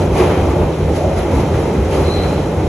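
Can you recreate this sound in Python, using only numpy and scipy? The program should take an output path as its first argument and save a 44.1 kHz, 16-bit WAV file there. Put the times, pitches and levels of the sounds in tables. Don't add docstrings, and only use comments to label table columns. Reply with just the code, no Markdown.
import sys
import numpy as np
from scipy import signal
from scipy.fft import rfft, irfft, next_fast_len
from scipy.io import wavfile
from scipy.ndimage import uniform_filter1d

SR = 44100
rng = np.random.default_rng(int(sys.argv[2]) if len(sys.argv) > 2 else 0)


def store_wav(level_fs):
    pcm = np.round(np.clip(np.atleast_2d(level_fs), -1, 1) * 32767)
    wavfile.write(sys.argv[1], SR, pcm.T.astype(np.int16))


N = 118188
T = np.arange(N) / SR
HZ = np.maximum(np.fft.rfftfreq(next_fast_len(N, real=True), 1 / SR), 1)


# frequency in Hz, level in dB.
SIDE_LEVEL = [(80, -53), (140, -46), (200, -28), (330, -19), (460, -17), (680, -6.5), (850, -10.5),
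              (1060, -6.5), (1550, -16), (2050, -8), (2600, -5.5), (3400, -1), (4000, -5), (4450, -3.5),
              (5000, 3), (6000, -6), (11000, -48.5)]
# frequency in Hz, level difference in dB.
LEFT_RIGHT_BALANCE = [(200, 0), (330, -2.13), (470, -0.6), (650, 0.1), (2400, 0.5), (4300, -0.46),
                      (5000, -3.5), (6000, 1.5), (8000, -2.5)]
TREBLE_LAG_S, LAG_FROM_HZ, LAG_FULL_HZ = 0.0001647, 3920, 4820

RATTLES_PER_S, RATTLE_DB, RATTLE_T60_S = 65, -52, 0.077
RATTLE_SPREAD_DB = -5
RATTLE_LOW_HZ, RATTLE_HIGH_HZ = 960, 7200

SQUEAL_FROM_S, SQUEAL_TO_S = 2.112, 2.215
SQUEAL_DB, SQUEAL_RISE_DB_PER_S = -35.2, 145
SQUEAL_ECHO_T60_S, SQUEAL_TONE_T60_S = 0.8, 0.35
SQUEAL_TONE_DB, SQUEAL_WAVER_HZ = 1.5, 40
SQUEAL_FLUTTER_PER_S, SQUEAL_FLUTTER_JITTER, SQUEAL_FLUTTER_DB = 70, 0.3, 5
# time in seconds, pitch in Hz.
SQUEAL_PITCH = [(2.07, 4120), (2.10, 3970), (2.13, 4090), (2.145, 4000), (2.17, 3990), (2.205, 4060),
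                (2.24, 4130)]
# frequency in Hz, width in Hz, level in dB.
SQUEAL_MODES = [(4005, 90, 0), (4125, 190, 0), (8050, 160, -13)]

# frequency in Hz, width in Hz, level in dB.
WHEEL_MODES = [(2060, 60, 0), (2480, 60, -1), (3140, 70, -2), (4010, 35, -8), (4930, 170, -4),
               (5754, 40, -12), (5994, 70, -9), (6170, 60, -10), (6875, 25, -12.5), (10810, 45, -12),
               (11184, 70, -12)]
WHEEL_RING_DB = -13.5

# peak time in seconds, level in dB, fall in seconds.
CLATTERS = [(.205, -28, .012), (.24, -32, 0.019), (.275, -32, 0.011), (.315, -30, 0.028), (.385, -41, .02),
            (.625, -33.5, .025), (1.195, -34, .012), (1.548, -32, .008), (1.935, -38, 0.017),
            (2.245, -31.5, .035)]
CLATTER_RISE_S = 0.01
# frequency in Hz, level in dB per Hz.
CLATTER_COLOUR = [(600, -20), (1100, 4.5), (2400, -2), (3400, -7), (5000, -24)]

# peak time in seconds, level in dB, rise in seconds, pitch of the main ring in Hz.
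THUMPS = [(.215, -13, .017, 365), (.62, -23.5, .03, 373), (1.77, -24, .035, 390), (1.945, -18.5, .012, 384),
          (2.0, -21.5, .012, 384)]
# frequency in Hz, width in Hz, level in dB.
THUMP_MODES = [(305, 24, -2), (455, 31, 2.5), (598, 30, -3.5), (870, 90, -6.5)]
THUMP_MODES_DB, THUMP_FALL_S = -1.5, 0.02

DRONE_AT_S, DRONE_DB, DRONE_RISE_S, DRONE_FALL_S = 1.05, -18.5, 0.075, 0.08
DRONE_RISE_HZ_PER_S = 200
# frequency in Hz, width in Hz, level in dB.
DRONE_MODES = [(550, 26, -4), (612, 32, 0), (705, 32, -5), (860, 60, -11)]

# peak time in seconds, hiss level in dB, roar level in dB, rise in seconds,
# fall in seconds (each surge layer shortens it by its own factor).
SURGES = [(.20, -30, -16.5, 0.039, 0.11), (.31, -51, -34.5, 0.023, 0.3), (.968, -33.5, -47, 0.015, 0.0353),
          (1.185, -34, -26.5, 0.016, 0.04), (1.37, -38.5, -24.5, 0.046, 0.068),
          (1.405, -38, -45, .006, 0.025), (1.6, -41.5, -31.5, 0.058, 0.11),
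          (1.95, -33.5, -22.5, 0.032, 0.14), (2.25, -43, -35, 0.015, .06)]
# frequency in Hz, level in dB per Hz.
SURGE_HISS_COLOUR = [(700, -9), (1300, 7), (2200, 5), (3600, 4.5), (4900, 3), (6500, 2.5), (8500, -3.5),
                     (10200, 5), (11400, 0.5), (12300, -31)]
# frequency in Hz, level in dB per Hz.
SURGE_ROAR_COLOUR = [(120, -22), (300, -4), (460, -6.5), (800, -4.5), (1100, -11), (1700, -24), (2300, -19),
                     (4000, -33.5), (8000, -58)]

# frequency in Hz, width in Hz, level in dB.
BOOM_MODES = [(47, 5, -11), (70, 10, -.5), (88, 14, 0)]
# peak time in seconds, level in dB, fall in seconds.
BOOMS = [(0.023, -15.5, 0.037), (.125, -17, .012), (.225, -19, .03), (.29, -20.5, .015),
         (.40, -14.5, 0.045), (.49, -19.5, .03), (.61, -16.5, 0.029), (.82, -17, 0.036), (.9, -20, 0.039),
         (1.06, -16, 0.019), (1.16, -19.5, 0.059), (1.33, -20, .015), (1.365, -14, 0.026),
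         (1.53, -15.5, 0.049), (1.795, -14.5, .05), (1.92, -27, 0.027), (2.0, -18, .025), (2.07, -18, .014),
         (2.17, -17, 0.02), (2.245, -20.5, 0.04), (2.38, -20.5, 0.032), (2.585, -17, 0.033),
         (2.66, -22, .04)]
BOOM_RISE_S, BOOM_STEADY_DB = 0.018, -33

# frequency in Hz, width in Hz, level in dB.
RUMBLE_MODES = [(117.6, 20, -6), (151.6, 18, 1), (190.6, 28, -2), (227, 20, -7)]
# time in seconds, level in dB.
RUMBLE_LEVEL = [(0, -20), (.2, -20), (.43, -21.5), (.49, -23.5), (.62, -17.5), (.75, -24.5), (.82, -17.5),
                (.98, -25.5), (1.08, -20.5), (1.27, -27), (1.35, -18), (1.66, -22), (1.78, -17),
                (1.86, -26), (2.0, -20.5), (2.17, -23.5), (2.3, -19.5), (2.52, -21.5), (2.68, -22)]
# frequency in Hz, level in dB per Hz.
ROAR_COLOUR = [(20, -40), (60, -20), (170, -22), (250, -6), (310, -0.5), (375, 0.5), (450, -1.5),
               (570, -3.5), (680, -9.5), (870, -10), (1080, -19.5), (1400, -25.5), (2200, -51.5)]
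# time in seconds, level in dB.
ROAR_LEVEL = [(0, -16), (.13, -19), (.22, -16.5), (.42, -17.5), (.62, -16.5), (.77, -22), (.9, -18),
              (1.02, -20.5), (1.2, -20.5), (1.33, -17), (1.5, -19.5), (1.6, -17.5), (1.8, -19),
              (1.88, -19.5), (1.98, -18), (2.18, -19), (2.38, -19), (2.53, -20.5), (2.68, -18.5)]
ROAR_DB, ROAR_PATCHY_DB = 0.5, 0.77
# frequency in Hz, level in dB per Hz.
HISS_COLOUR = [(500, -3), (1200, 3.5), (1750, -1.5), (2080, 0.5), (2500, -1.5), (2900, -4), (3150, -3.5),
               (3600, -6), (4400, -8.5), (4950, -16), (5500, -9), (6200, -11.5), (8500, -16),
               (10000, -11.5), (11100, -16.5), (12200, -24.5)]
# time in seconds, level in dB.
HISS_LEVEL = [(0, -29.5), (.1, -33.5), (.45, -32), (.62, -33.5), (.78, -34), (1.1, -33), (1.4, -32.5),
              (1.5, -33.5), (1.6, -32.5), (1.82, -33), (2.1, -31), (2.35, -31.5), (2.55, -34.5),
              (2.68, -32)]
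HISS_PATCHY_DB = 1.0

LOW_CUT_HZ, CUTOFF_HZ = 37, 12600


def from_db(db):
    return 10 ** (np.asarray(db) / 20)


def rms_one(x):
    return x / np.sqrt(np.mean(x ** 2) + 1e-20)


def in_time(rows):
    return np.interp(T, *np.transpose(rows))


def at_hz(points):
    hz, value = np.transpose(points)
    return np.interp(np.log(HZ), np.log(hz), value)


def drift(rate):
    step = 40
    r = np.exp(-2 * np.pi * rate * step / SR)
    chance = rng.standard_normal(N // step + 2002)
    slow = signal.lfilter([1], [1, -2 * r, r * r], chance)[2000:]
    return np.interp(np.arange(N) / step, np.arange(len(slow)), rms_one(slow))


def resonances(modes):
    power = 0
    for hz, width, db in modes:
        detuning = (HZ - hz * hz / HZ) / (1.55 * width)
        power = power + from_db(db) ** 2 / width / (1 + detuning ** 2) ** 2
    return np.sqrt(power)


def stereo_spectra(gain):
    mid, side = rfft(rng.standard_normal((2, 2 * len(HZ) - 2)))
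    width = from_db(at_hz(SIDE_LEVEL))
    lean = from_db(at_hz(LEFT_RIGHT_BALANCE) / 2)
    lag = TREBLE_LAG_S * np.interp(HZ, [LAG_FROM_HZ, LAG_FULL_HZ], [0, 1])
    left = (mid + width * side) * lean
    right = (mid - width * side) / lean * np.exp(-2j * np.pi * HZ * lag)
    return gain / np.sqrt(1 + width ** 2) * np.array([left, right])


def noise(gain):
    return rms_one(irfft(stereo_spectra(gain))[:, :N])


def evened(x, span_s):
    power = uniform_filter1d(np.mean(x ** 2, axis=0), max(int(span_s * SR), 1))
    return x / np.sqrt(power + 1e-12)


def patchy_noise(colour, patchy_db, rate):
    spectra = stereo_spectra(from_db(at_hz(colour)))
    together = drift(rate)
    octave = np.clip(np.log2(HZ / 100), 0, 7)
    out = 0
    for k in range(8):
        band = irfft(spectra * np.maximum(1 - abs(octave - k), 0))[:, :N]
        out = out + band * from_db(patchy_db * (0.34 * together + drift(rate)))
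    return rms_one(out)


def swell(s, db, rise_s, fall_s):
    before, after = np.minimum(T - s, 0), np.maximum(T - s, 0)
    return from_db(db) * np.exp(-(before / rise_s) ** 2 / 2 - after / (2 * fall_s))


def rattle(count=14):
    out = np.zeros((2, N))
    r = from_db(-60 / (RATTLE_T60_S * SR))
    for hz in np.geomspace(RATTLE_LOW_HZ, RATTLE_HIGH_HZ, count):
        knocks = rng.random(N) < RATTLES_PER_S / count / SR
        strength = from_db(RATTLE_SPREAD_DB * np.minimum(rng.exponential(1, N), 3))
        w = 2 * np.pi * hz / SR
        ring = signal.lfilter([0, np.sin(w)], [1, -2 * r * np.cos(w), r * r], knocks * strength + 1e-18)
        out += ring / hz * from_db(rng.normal(0, 3.5, (2, 1)))
    return from_db(RATTLE_DB) * rms_one(out)


def squeal():
    pitch = in_time(SQUEAL_PITCH) + SQUEAL_WAVER_HZ * drift(48.8)
    lag = np.array([[0], [TREBLE_LAG_S / 2]])
    phase = 2 * np.pi * (np.cumsum(pitch) / SR - lag * pitch)
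    jitter = SQUEAL_FLUTTER_JITTER * np.array([drift(22), drift(17)])
    flutter = np.cumsum(SQUEAL_FLUTTER_PER_S * (1 + jitter), axis=1) / SR
    tone = rms_one(np.sin(phase) * from_db(SQUEAL_FLUTTER_DB * np.sin(2 * np.pi * flutter)))
    echoes = evened(noise(resonances(SQUEAL_MODES)), span_s=0.034)
    early, late = np.maximum(SQUEAL_FROM_S - T, 0), np.maximum(T - SQUEAL_TO_S, 0)
    rubbing = from_db(SQUEAL_DB - SQUEAL_RISE_DB_PER_S * early)
    echo_level = from_db(-60 * late / SQUEAL_ECHO_T60_S)
    tone_level = from_db(SQUEAL_TONE_DB - 60 * late / SQUEAL_TONE_T60_S)
    return rubbing * (echoes * echo_level + tone * tone_level)


def wheel_ring():
    passes = sum(swell(s, db, rise, fall) for s, db, _, rise, fall in SURGES)
    drive = from_db(in_time(HISS_LEVEL)) + passes
    return from_db(WHEEL_RING_DB) * drive * noise(resonances(WHEEL_MODES))


def clatter():
    bursts = sum(swell(s, db, CLATTER_RISE_S, fall) for s, db, fall in CLATTERS)
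    return bursts * noise(from_db(at_hz(CLATTER_COLOUR)))


def thumps():
    weaker = from_db(THUMP_MODES_DB) * evened(noise(resonances(THUMP_MODES)), span_s=0.0156)
    start = rng.uniform(0, 2 * np.pi)
    out = 0
    for s, db, rise, hz in THUMPS:
        main_ring = np.sqrt(2) * np.sin(2 * np.pi * hz * T + start)
        out = out + swell(s, db, rise, THUMP_FALL_S) * (main_ring + weaker)
    return out


def rail_drone():
    hum = evened(noise(resonances(DRONE_MODES)), span_s=0.04)
    glide = np.exp(1j * np.pi * DRONE_RISE_HZ_PER_S * (T - DRONE_AT_S) ** 2)
    gliding = np.real(signal.hilbert(hum, next_fast_len(N))[:, :N] * glide)
    return swell(DRONE_AT_S, DRONE_DB, DRONE_RISE_S, DRONE_FALL_S) * gliding


def surges():
    hiss = sum(swell(s, db, rise, fall * 0.39) for s, db, _, rise, fall in SURGES)
    roar = sum(swell(s, db, rise, fall * 0.75) for s, _, db, rise, fall in SURGES)
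    hiss_noise = noise(from_db(at_hz(SURGE_HISS_COLOUR)))
    roar_noise = evened(noise(from_db(at_hz(SURGE_ROAR_COLOUR))), span_s=0.05)
    return hiss * hiss_noise + roar * roar_noise


def boom():
    jolts = sum(swell(s, db, BOOM_RISE_S, fall) for s, db, fall in BOOMS)
    throb = evened(noise(resonances(BOOM_MODES)), span_s=0.036)
    return (from_db(BOOM_STEADY_DB) + jolts) * throb


def rolling():
    rumble = evened(noise(resonances(RUMBLE_MODES)), span_s=0.065)
    roar = evened(patchy_noise(ROAR_COLOUR, ROAR_PATCHY_DB, rate=3.6), span_s=0.1)
    hiss = patchy_noise(HISS_COLOUR, HISS_PATCHY_DB, rate=16)
    out = from_db(in_time(RUMBLE_LEVEL)) * rumble
    out = out + from_db(ROAR_DB + in_time(ROAR_LEVEL)) * roar
    return out + from_db(in_time(HISS_LEVEL)) * hiss


def scene():
    details = rattle() + squeal() + wheel_ring() + clatter() + thumps() + rail_drone()
    return details + surges() + boom() + rolling()


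def record(dry):
    low_cut = signal.butter(6, LOW_CUT_HZ, "high", fs=SR, output="sos")
    top_cut = signal.cheby2(14, 70, CUTOFF_HZ + 900, fs=SR, output="sos")
    heard = signal.sosfilt(low_cut, dry)
    return signal.sosfilt(top_cut, np.clip(heard, -0.97, 0.97))


dry = scene()
out = record(dry)
store_wav(out)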